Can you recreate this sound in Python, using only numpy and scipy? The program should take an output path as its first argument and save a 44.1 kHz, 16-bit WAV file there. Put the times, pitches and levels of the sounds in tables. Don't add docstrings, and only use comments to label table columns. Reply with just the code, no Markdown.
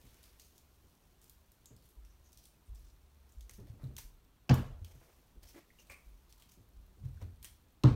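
import sys
import numpy as np
from scipy import signal
from scipy.fft import rfft, irfft
from scipy.io import wavfile
from scipy.ndimage import uniform_filter1d

SR = 44100
rng = np.random.default_rng(int(sys.argv[2]) if len(sys.argv) > 2 else 0)


def decibels_to_gain(level_db):
    exponent = np.asarray(level_db, float) / 20
    return 10 ** exponent


def log_audio(samples):
    frames = np.atleast_2d(samples).T
    limited = np.clip(frames, -1, 1)
    pcm = np.round(limited * 32767).astype(np.int16)
    wavfile.write(sys.argv[1], SR, pcm)


N = 350595

# [t/s, peak/dB, brightest f/Hz, weight below 3 kHz/dB]
CLAW_TICKS = [(0.069, -50, 3940, -14), (0.447, -46.5, 6160, -20), (1.216, -50, 8520, -24),
              (1.765, -50.5, 4970, -32), (1.8237, -52.5, 4360, -26), (1.8577, -56, 11900, -23),
              (1.889, -48.5, 12400, -22), (2.0497, -50, 5660, -10), (2.33, -46.5, 6000, -36),
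              (2.439, -46, 5450, -21), (2.749, -51, 8230, -19), (3.292, -53, 5540, -23),
              (3.322, -52.5, 7100, -30), (3.5373, -43.5, 6140, -15), (3.6714, -51.5, 4160, -1),
              (3.84, -49, 3930, -11), (3.9544, -62, 3520, 2), (5.7893, -60, 6600, -21),
              (5.871, -52, 3990, -15), (6.399, -46.5, 4330, -13), (6.5196, -45.5, 6240, -10)]
# [t/s, peak/dB, brightest f/Hz, weight below 3 kHz/dB, hall tail/dB]
CLAW_SNAPS = [(0.24, -43, 4700, -24, -24), (0.3978, -39, 6340, -17, -19), (0.5805, -38, 6820, -27, -28),
              (1.243, -40.5, 12700, -31, -30), (1.297, -36, 13400, -32, -24), (1.519, -43, 12400, -19, -25),
              (1.658, -37.5, 7700, -34, -25), (2.3747, -37, 5750, -34, -28), (2.455, -37, 9100, -27, -25.5),
              (3.4092, -36, 6160, -19, -27), (3.4958, -31.5, 6100, -6, -27), (3.5113, -35, 11600, -12, -37),
              (3.9668, -27, 6380, -16, -26.5), (3.9818, -29, 12700, -9, -20),
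              (3.9857, -26, 5750, -13, -24.5), (4.847, -34.5, 3100, -17.5, -24.5),
              (5.432, -42, 5150, -21, -23), (5.474, -49, 5370, -26, -15), (5.9, -37, 8600, 5, -16),
              (6.3261, -38, 5600, -23, -33), (6.423, -44.5, 3080, -11, -18.5), (7.225, -44, 4100, -2, -22),
              (7.4283, -34.5, 12800, -14, -19), (7.4458, -27, 9360, -9, -25)]
# [t/s, peak/dB, brightest f/Hz, weight below 3 kHz/dB, hall tail/dB]
CLAW_CATCHES = [(.144, -50, 8500, -30, -23), (.231, -44, 11000, -30, -22), (2.321, -50, 6500, -30, -28),
                (2.346, -52, 4900, -25, -28), (2.472, -52, 9600, -30, -28), (2.795, -51, 11500, -30, -30),
                (3.428, -52, 4500, -20, -25), (3.832, -55, 11000, -30, -18), (3.872, -53, 4000, -20, -29),
                (3.994, -43, 6200, -15, -30), (6.343, -53, 4500, -18, -26), (7.317, -59, 9900, -30, -37),
                (7.42, -61, 9900, -30, -33), (7.452, -33, 5760, -21, -23)]
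# [t/s, peak/dB, brightest f/Hz, weight below 3
# kHz/dB, weight above 9 kHz/dB]
DOOR_TICKS = [
    (7.8372, -19, 3900, -4, -19),
    (4.4967, -18.5, 5600, -5.5, -23),
    (4.513, -23, 4540, 6, -23),
    (4.542, -22.5, 12500, -30, 4),
    (4.543, -26.5, 6860, -33, -16),
    (4.559, -46, 12500, -25, 1.5),
]
# [t/s, length/s, level/dB, brightest f/Hz, weight below 3 kHz/dB]
SCUFF_STROKES = [(0.219, 0.026, -64, 4840, -17), (0.405, .13, -73.5, 5200, -25),
                 (0.549, 0.034, -71, 6600, -30), (1.214, 0.13, -74, 6900, -14), (0.0, 0.3, -78, 2900, -12),
                 (1.836, 0.07, -73, 11900, -24), (2.232, 0.19, -77, 5930, -30),
                 (2.368, 0.11, -69.5, 5500, -28), (2.74, 0.21, -73.5, 5570, -22),
                 (3.495, 0.11, -69.5, 5900, -19), (3.671, 0.065, -81, 4430, 0),
                 (3.787, 0.12, -83, 4270, 11), (4.863, 0.11, -72.5, 6100, 0),
                 (5.003, 0.41, -82.5, 5900, 13), (5.418, 0.016, -65.5, 4530, -4),
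                 (5.463, 0.051, -62.5, 5700, -12), (5.534, 0.062, -67.5, 1900, 5.5),
                 (5.783, 0.027, -66, 6600, -5), (5.901, 0.02, -64, 5130, -7), (6.288, 0.11, -71, 4170, -15),
                 (6.381, 0.14, -76, 3780, -13), (6.481, 0.044, -71, 6000, -20),
                 (7.023, 0.15, -75.5, 4000, -0.5), (7.199, 0.035, -75, 3570, 11)]
# [t/s, length/s, level/dB, centre
# f/Hz, narrowness/0-1]
BAND_SWEEPS = [(0.00101, 0.53, -77, 2200, 0.6), (2.235, 0.1, -77, 6200, 0.9), (2.656, 0.065, -79, 8800, .85),
               (2.753, .045, -79, 5500, .86), (2.81, .03, -86, 5500, .86), (2.852, 0.082, -75.5, 5600, 0.7),
               (3.785, 0.06, -72, 580, .5), (3.51, .08, -78, 12500, .8), (3.822, .025, -78, 13000, .75),
               (3.68, .03, -78, 4300, .7), (5.0, 0.17, -82, 1500, .7), (5.55, 0.061, -58.5, 310, .88),
               (5.542, 0.12, -72.5, 1900, 0.78), (5.55, 0.12, -78, 680, 0.7), (5.472, 0.044, -69, 5400, 0.9),
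               (5.541, .11, -70.5, 2400, 0.4), (5.902, 0.061, -68, 5100, .72),
               (6.362, 0.086, -76, 1050, 0.83)]
# [t/s, level/dB]
STIRRING = [(0.0, -67), (0.4, -69), (0.64, -72), (1.5, -74), (1.86, -75.5), (2.15, -74), (2.26, -74),
            (3.3, -74.5), (3.52, -73.5), (4.29, -77), (4.7, -77), (5.05, -69), (5.4, -75.5), (5.93, -70),
            (6.44, -75.5), (6.9, -75), (7.13, -74.5), (7.95, -77)]
# [f/Hz, level/dB per Hz]
CLOTH_COLOUR = [(1180, -34), (2000, -10), (3140, -4), (3980, -5.5), (5920, -2), (7580, -6), (12400, -3.5),
                (15600, -5.5), (16100, -4.5), (16500, -75)]
# [f/Hz, level/dB per Hz]
CLOTH_BODY_COLOUR = [(200, -45), (330, 7), (600, 4.5), (1200, -2), (2500, -8), (4000, -40)]
# [t/s, peak/dB, f/Hz, t60/s,
# fuzziness/0-1]
SMALL_POPS = [(.401, -59, 4500, .2, 1), (.449, -65, 6000, .1, 0.9), (1.659, -54.5, 6800, 0.27, 1),
              (2.1, -66, 5900, 0.29, 0.8), (3.985, -42, 950, 0.043, 1), (4.496, -37, 400, .12, 1),
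              (4.4945, -33, 1590, .06, 0.2), (4.495, -37, 2560, .06, 1), (5.55, -57, 560, 0.18, 0.9),
              (5.792, -60, 2560, 0.16, 0.9), (5.797, -55.5, 6000, 0.14, 0.8), (5.901, -55, 2100, 0.19, 0.9),
              (7.431, -62, 4200, 0.47, 0.9), (7.446, -56, 3200, 0.35, 0.9), (7.447, -55, 1910, .12, 1),
              (7.838, -47, 4150, 0.39, .95), (7.8385, -29, 1010, 0.051, 1), (7.843, -29.5, 327, 0.26, 1)]
# [t/s, peak/dB, f/Hz, t60/s, fuzziness/0-1]
BRIEF_FLECKS = [(.069, -58, 8500, .012, 1), (2.049, -55, 5600, .008, .6), (3.322, -53, 7100, .008, .6),
                (3.576, -47, 12000, 0.013, 1), (3.938, -60, 14000, .01, 1), (3.955, -56, 13500, .012, 1),
                (4.143, -63, 13500, .012, 1), (4.169, -63, 13500, .012, 1), (4.245, -60, 13500, .012, 1),
                (5.703, -50.5, 2060, 0.035, 0.7), (3.582, -45, 475, .05, 0.4), (3.676, -53, 600, .04, .6),
                (3.841, -52, 3900, .015, .8), (3.872, -56, 4200, .012, .8), (3.905, -56, 420, 0.037, .6),
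                (5.806, -58, 2790, .06, .5), (6.689, -55, 13800, .012, 1), (6.866, -61, 12600, .012, 1),
                (7.0566, -60, 6100, .015, 1), (7.112, -59, 8200, .015, 1), (7.215, -50, 6070, 0.019, 1),
                (7.3, -63, 14000, .01, 1), (7.373, -61, 12300, .01, 1), (7.624, -62, 13000, .012, 0.7),
                (7.7238, -60, 13800, .02, 1), (7.931, -58, 12500, .012, 1)]
# [t/s, peak/dB, f/Hz, t60/s, fuzziness/0-1]
SMALL_RINGS = [
    (5.708, -64, 2110, 0.25, 1),
    (5.787, -56, 2780, 0.16, 0.66),
    (5.897, -43.5, 2370, 0.22, 0.85),
    (5.916, -47.5, 2336, 0.3, 0.84),
    (7.172, -59, 1560, 0.09, 1),
    (5.543, -49, 308, 0.16, 0.44),
    (5.896, -53, 552, 0.17, 0.47),
    (5.902, -58, 1130, 0.51, 0.9),
]
# [t/s, peak/dB, floor f/Hz, t60/s, slap at 200-800 Hz/dB]
PAW_LANDINGS = [(0.038, -55.5, 119, 0.17, -12), (0.838, -53.5, 71.5, 0.13, -21),
                (1.705, -52.5, 118.5, 0.25, -11), (3.581, -46, 117.5, 0.32, -9.5),
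                (3.696, -39, 106, 0.12, -40), (3.738, -49.5, 83.4, 0.15, -13.5),
                (3.832, -32, 128.4, 0.19, -23), (3.9, -52.5, 129, 0.49, -11.5),
                (4.811, -36, 84.4, 0.2, -32.5), (4.948, -49, 129, 0.17, -22.5),
                (5.898, -53, 72.4, 0.19, -20), (6.572, -57.5, 107.4, 0.37, -10.5),
                (6.971, -45, 87.6, 1, -26), (7.031, -34, 129, 0.27, -31), (7.091, -57.5, 106.6, 1, -12),
                (7.217, -32.5, 85.5, 0.23, -26.5), (7.258, -39, 93, 0.14, -30),
                (7.33, -47.5, 74.5, 0.12, -30), (7.907, -16.5, 110.5, 0.15, -25)]
# [t/s, boom/dB, crack/dB, hall tail/dB, contact/s]
DOOR_BANGS = [
    (4.4926, -13, -19.5, -31, 0.016),
    (7.836, -12, -24, -36.5, 0.011),
]
# [f/Hz, first/dB, second/dB, t60/s]
DOOR_MODES = [(49.4, -13, -14, 0.34), (83.7, -10.5, -12.5, 0.32), (115.4, -10, -5, 0.37),
              (129, 3, 2.5, 0.22), (175.5, -12.5, -12, 0.29), (231.9, -11.5, -14, 0.28),
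              (292.6, -18.5, -10, 0.2), (350, -24, -22, 0.18), (420, -27, -26.5, 0.31),
              (473.5, -26, -31, 0.28), (539, -35, -24.5, 0.14), (686, -14, -24.5, 0.096),
              (800, -14, -46, 0.1), (871, -39, -27, 0.23), (1082, -30, -35.5, 0.39),
              (1167, -44, -31, 0.087), (1624, -33, -46, 0.35), (2570, -49, -53, 0.13)]
# [f/Hz, level/dB per Hz]
CRACK_COLOUR = [(180, -25), (300, 17.5), (1640, -15), (2070, -36), (2610, 10.5), (3580, -19), (5430, -11),
                (7320, -23), (16000, -39)]
# [f/Hz, level/dB per Hz]
HALL_TAIL_COLOUR = [(150, -31), (230, 2.5), (400, -13), (560, -10), (800, -13.5), (1200, -14),
                    (2000, -26.5), (2800, -25), (4500, -30.5), (7000, -40.5), (15000, -62)]
# [f/Hz, t60/s]
HALL_DECAY = [(200, 0.4), (500, 0.55), (1100, 0.48), (2000, 0.55), (3000, 0.5), (5000, 0.46), (9000, 0.68)]
# [t/s, peak/dB, floor f/Hz, t60/s, slap at 200-800 Hz/dB]
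SETTLING = [
    (4.655, -40, 132, 0.2, -33),
    (6.7, -66, 193.6, .5, -28),
    (6.86, -65, 190, .4, -30),
]
# [t/s, peak/dB, floor f/Hz, t60/s, slap
# at 200-800 Hz/dB]
STEPS_AND_PUSHES = [
    (1.963, -44.5, 51.3, 0.4, -41),
    (2.687, -37.5, 51.4, 0.37, -47),
    (2.753, -51.5, 49.1, 0.57, -47),
    (3.361, -40.5, 54, 0.39, -50),
    (4.031, -46, 36, 0.42, -25),
    (4.5145, -19.5, 123, 0.1, -34.5),
    (5.356, -49, 43.9, 0.39, -19),
    (6.055, -44.5, 47.6, 0.44, -44),
    (6.762, -45, 48.5, 0.32, -32),
    (6.98, -57.5, 202.4, 0.67, -19),
]
# [t/s, level/dB, hold/s]
BUILDING_JOLTS = [(0.0, -64.5, 0.28), (0.8, -71, 0.6), (1.7, -69, 0.065), (2.05, -66.5, 0.3),
                  (2.66, -53, 0.061), (2.9, -71.5, 0.93), (3.5, -56, 0.46), (4.49, -39.5, 0.047),
                  (4.67, -47.5, 0.05), (5.35, -63, 0.11), (6.19, -65.5, 0.037), (6.72, -63.5, 0.32),
                  (6.99, -49.5, 0.046), (7.29, -60.5, 0.21), (7.6, -68.5, 0.13), (7.85, -50, .2)]
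# [f/Hz, level/dB per Hz]
BUILDING_COLOUR = [(8.8, -44), (15, -17.5), (37, 2.5), (57, 4.5), (82, 1.5), (98, -12), (129, -9.5),
                   (160, -20.5), (210, -74), (350, -120)]
# [t/s, length/s, level/dB]
DRONE_PASSES = [
    (0.587, 0.21, -68),
    (2.926, 0.37, -64),
]
# [f/Hz, level/dB per Hz]
HISS_COLOUR = [(47, -5.5), (80, -4), (140, -6), (381, -13.5), (498, -19), (994, -18.5), (2030, -26),
               (4330, -27), (4950, -38), (6050, -38), (9440, -34), (10300, -38.5), (12300, -36),
               (15100, -32.5), (16500, -40)]
# [f/Hz, level/dB]
MICROPHONE_EDGE = [(9700, .1), (10400, -5), (11100, .1), (15650, .1), (15800, -3), (15950, -20),
                   (16600, -30), (16750, -60)]

SNAP_HZ = 5900
SNAP_TOP_DB = -7.5


def evened(x):
    return x / np.sqrt(np.mean(x ** 2) + 1e-20)


def read(points, hz):
    f, value = np.transpose(points)
    return np.interp(np.log(hz + 1), np.log(f + 1), value)


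def add(mix, s, sound):
    part = mix[round(s * SR):][:len(sound)]
    part += sound[:len(part)]


def coloured(x, points):
    gain = decibels_to_gain(read(points, np.fft.rfftfreq(len(x), 1 / SR)))
    return evened(irfft(rfft(x) * gain, len(x)))


def fade(t, rise, t60):
    swell = 1 - np.exp(-(t / np.clip(rise, 1e-4, 1)) ** 2)
    return swell * decibels_to_gain(-60 * t / np.maximum(t60, 1e-3))


def wander(count, first, second):
    return evened(uniform_filter1d(uniform_filter1d(rng.standard_normal(count), first), second))


def held(rows, rest_db, rise, t60):
    t = np.arange(N) / SR
    power = decibels_to_gain(rest_db) ** 2
    for s, db, hold in rows:
        fall_db = -60 * np.maximum(t - s - hold, 0) / t60
        power = power + (decibels_to_gain(db + fall_db) * fade(np.maximum(t - s, 0), rise, t60=np.inf)) ** 2
    return np.sqrt(power)


def hump(x, hz):
    return coloured(x, [(hz * 0.59, -40), (hz * 1.02, -3), (hz * 1.06, -3), (hz * 1.2, -40)])


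def patchy(z, chance, depth_db):
    across = uniform_filter1d(np.resize(chance, z.shape), size=2, axis=0)
    return z * decibels_to_gain(depth_db * evened(uniform_filter1d(across, size=5, axis=1)))


def ticks(rows):
    out, t = np.zeros(N), np.arange(16384) / SR
    for s, db, hz, low_db, top_db, tail_db in rows:
        noise = rng.standard_normal(len(t))
        middle_db = -2.5 - 1.8 * np.log2(hz / SNAP_HZ)
        colour = [(400, low_db), (1200, low_db + 2.5), (2200, low_db + 10.0), (3300, middle_db),
                  (6500, -4.0), (9000, top_db + 4.5), (17000, top_db + 0.5)]
        fizz = noise * fade(t - .002, 0.00022, 0.011) * (t > .002)
        burst = fizz + 3.5 * (np.arange(len(t)) == 100)
        snap, tail = (evened(coloured(x, colour) + 0.32 * hump(x, hz)) for x in (burst, noise))
        sound = snap / abs(snap).max() + decibels_to_gain(tail_db) * tail * fade(t, 0.0022, 0.34)
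        add(out, s - .0026, decibels_to_gain(db - 4.5) * sound)
    return out


def claws_and_latch():
    rows = [(*row, -17, -4) for row in CLAW_TICKS]
    rows += [(*row, SNAP_TOP_DB) for row in CLAW_SNAPS]
    claws = [(s, db, hz, low_db, top_db + 1.5 * np.log2(hz / SNAP_HZ), tail_db)
             for s, db, hz, low_db, tail_db, top_db in rows]
    return ticks(sorted(claws) + [(*row, -27.5) for row in DOOR_TICKS])


def catches():
    return ticks([(s, db, hz, low_db, SNAP_TOP_DB + 4.0 * np.log2(hz / SNAP_HZ), tail_db)
                  for s, db, hz, low_db, tail_db in CLAW_CATCHES])


def fibres(count, soft=1.1):
    size = rng.exponential(1, count)
    fizz, chance, brush = rng.standard_normal((3, count))
    slips = decibels_to_gain(1.9 * np.minimum(size, 3.5)) * (abs(chance) < 500 / SR)
    return evened(fizz * signal.lfilter([1], [1, -.97], slips)) + soft * brush


def scuffs():
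    out, t = np.zeros(N), np.arange(16384) / SR
    for s, length, db, hz, low_db in SCUFF_STROKES:
        slips = fibres(len(t), soft=1.7)
        tone = coloured(slips, CLOTH_COLOUR) + decibels_to_gain(-14.5) * hump(slips, hz)
        tone += decibels_to_gain(low_db) * coloured(slips, CLOTH_BODY_COLOUR)
        clumps = decibels_to_gain(3.5 * wander(len(t), 400, 300))
        release = decibels_to_gain(-60 * np.maximum(t - length, 0) / 0.27)
        add(out, s, decibels_to_gain(db) * tone * clumps * fade(t, 0.0096, 1.0) * release)
    return out


def sweeps():
    out, t = np.zeros(N), np.arange(16384) / SR
    for s, length, db, hz, narrow in BAND_SWEEPS:
        edge = np.clip(narrow, .2, .95)
        brushing = fibres(len(t)) + 1.8 * rng.standard_normal(len(t))
        band = coloured(brushing, [(hz * edge ** 3, -40), (hz * edge, -4), (hz, 0), (hz / edge, -4),
                                   (hz / edge ** 3, -40)])
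        clumps = decibels_to_gain(1.5 * wander(len(t), 200, 150))
        arch = np.sin(np.pi * np.clip(t / length, 0, 1) ** 0.58)
        add(out, s, decibels_to_gain(db) * band * clumps * arch)
    return out


def rustle():
    s, db = np.transpose(STIRRING)
    stir_db = np.interp(np.arange(N) / SR, s, db) - 4.0
    body = coloured(rng.standard_normal(N), CLOTH_BODY_COLOUR)
    fur = coloured(evened(fibres(N, soft=1.7)), CLOTH_COLOUR)
    return decibels_to_gain(stir_db) * (fur + decibels_to_gain(-5) * body)


def rings(rows, trail, spread, size=16384):
    out, t = np.zeros(N), np.arange(size) / SR
    for s, db, hz, t60, fuzz in rows:
        cluster = coloured(rng.standard_normal(size), [
            (hz * .6, -40), (hz * (.9 - spread), -14), (hz * (1 - spread), 0), (hz * (1 + spread), 0),
            (hz * (1.12 + spread), -14), (hz * 1.8, -40), (hz * 3.5, -85)])
        tone = (1 - fuzz) * np.sin(2 * np.pi * hz * t) + 0.32 * fuzz * cluster
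        struck = tone * fade(t, 1.44 / hz, t60)
        add(out, s, decibels_to_gain(db) * (struck + trail * cluster * fade(t, 0.039, 0.67)))
    return out


def thuds(rows, beat, rise):
    out, t = np.zeros(N), np.arange(32768) / SR
    for s, db, hz, t60, slap_db in rows:
        pair = np.sin(2 * np.pi * hz * t) + 0.49 * np.sin(2 * np.pi * hz * beat * t)
        slap = coloured(rng.standard_normal(len(t)), [(100, -5.0), (200, 5.5), (450, -5.0), (900, -21.0),
                                                      (2500, -32.0), (6000, -68)])
        floor = pair * fade(t, rise * t60, t60)
        add(out, s, decibels_to_gain(db + 3) * (floor + decibels_to_gain(slap_db) * slap * fade(t, 0.0016, 0.41)))
    return out


def door_boom(t, bang, contact):
    sag, sag_s = 0.214, 0.0114
    bent = t + sag * sag_s * (1 - np.exp(-t / sag_s))
    boom = np.zeros(len(t))
    for k, (hz, *db, t60) in enumerate(DOOR_MODES):
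        split, turn = rng.random(2)
        twin = 0.71 * (hz > 150) * np.sin(2 * np.pi * (hz * (1 + 0.0826 * (split + 0.254)) * t + turn))
        ring = fade(t, contact * (120 / hz) ** 0.19, t60)
        boom += (-1) ** k * decibels_to_gain(db[bang]) * (np.sin(2 * np.pi * hz * bent) + twin) * ring
    return boom


def hall_tail(noise, chance):
    hz, frame_t, z = signal.stft(coloured(noise, HALL_TAIL_COLOUR), SR, nperseg=512)
    decay = decibels_to_gain(-60 * frame_t / read(HALL_DECAY, hz)[:, None])
    return signal.istft(patchy(z, chance, 3.5) * decay, SR, nperseg=512)[1][:len(noise)]


def bangs():
    out, t = np.zeros(N), np.arange(36864) / SR
    for bang, (s, boom_db, crack_db, tail_db, contact) in enumerate(DOOR_BANGS):
        latch, air = rng.standard_normal((2, len(t)))
        crack = coloured(latch, CRACK_COLOUR) * fade(t, 0.001, contact)
        tail = hall_tail(air, latch) * fade(t, 0.009, 3.8)
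        add(out, s, decibels_to_gain(boom_db) * door_boom(t, bang, contact) + decibels_to_gain(crack_db) * crack + decibels_to_gain(tail_db) * tail)
    return out


def rumble():
    shake = held(BUILDING_JOLTS, rest_db=-75, rise=0.022, t60=0.87)
    return shake * coloured(rng.standard_normal(N), BUILDING_COLOUR)


def drone():
    hz = 70 + 1.56 * wander(N, 3000, 3000)
    passes = [(s, db + 2.5, hold) for s, hold, db in DRONE_PASSES]
    return held(passes, rest_db=-80, rise=0.046, t60=0.45) * np.sin(2 * np.pi * np.cumsum(hz) / SR)


def motor():
    return decibels_to_gain(-71 + 2.4 * wander(N, 9000, 9000)) * np.sin(2 * np.pi * 48 * np.arange(N) / SR)


def hiss():
    return decibels_to_gain(-71) * coloured(rng.standard_normal(N), HISS_COLOUR)


def in_the_air(steady):
    z = signal.stft(steady, nperseg=512)[2]
    return signal.istft(patchy(z, rng.standard_normal(z.size), 1.5), nperseg=512)[1][:N]


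def scene():
    cats = rustle() + scuffs() + claws_and_latch() + rings(SMALL_RINGS, trail=0.04, spread=.05)
    cats += thuds(PAW_LANDINGS, beat=0.77, rise=0.053)
    door = bangs()
    house = thuds(STEPS_AND_PUSHES, beat=0.794, rise=0.051) + rumble()
    noise = hiss()
    house += drone() + motor()
    small = catches() + sweeps() + rings(SMALL_POPS, trail=.02, spread=0.051)
    door += thuds(SETTLING, beat=.85, rise=.1)
    air = in_the_air(noise)
    flecks = rings(BRIEF_FLECKS, trail=.003, spread=0.1, size=2048)
    return (cats + door + small + flecks + house + air)[None]


def roll_off(x):
    return signal.sosfilt(signal.butter(12, 16640, fs=SR, output="sos"), x)


def record(dry):
    wide = np.concatenate([dry, dry[:, ::-1]], axis=1)
    gain = decibels_to_gain(read(MICROPHONE_EDGE, np.fft.rfftfreq(2 * N, 1 / SR)))
    edged = irfft(rfft(wide) * gain, 2 * N)[:, :N]
    left_s = np.arange(N)[::-1] / SR
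    return roll_off(edged * np.sin(np.pi / 2 * np.clip(left_s / .005, 0, 1)))


dry = scene()
out = record(dry)
log_audio(out)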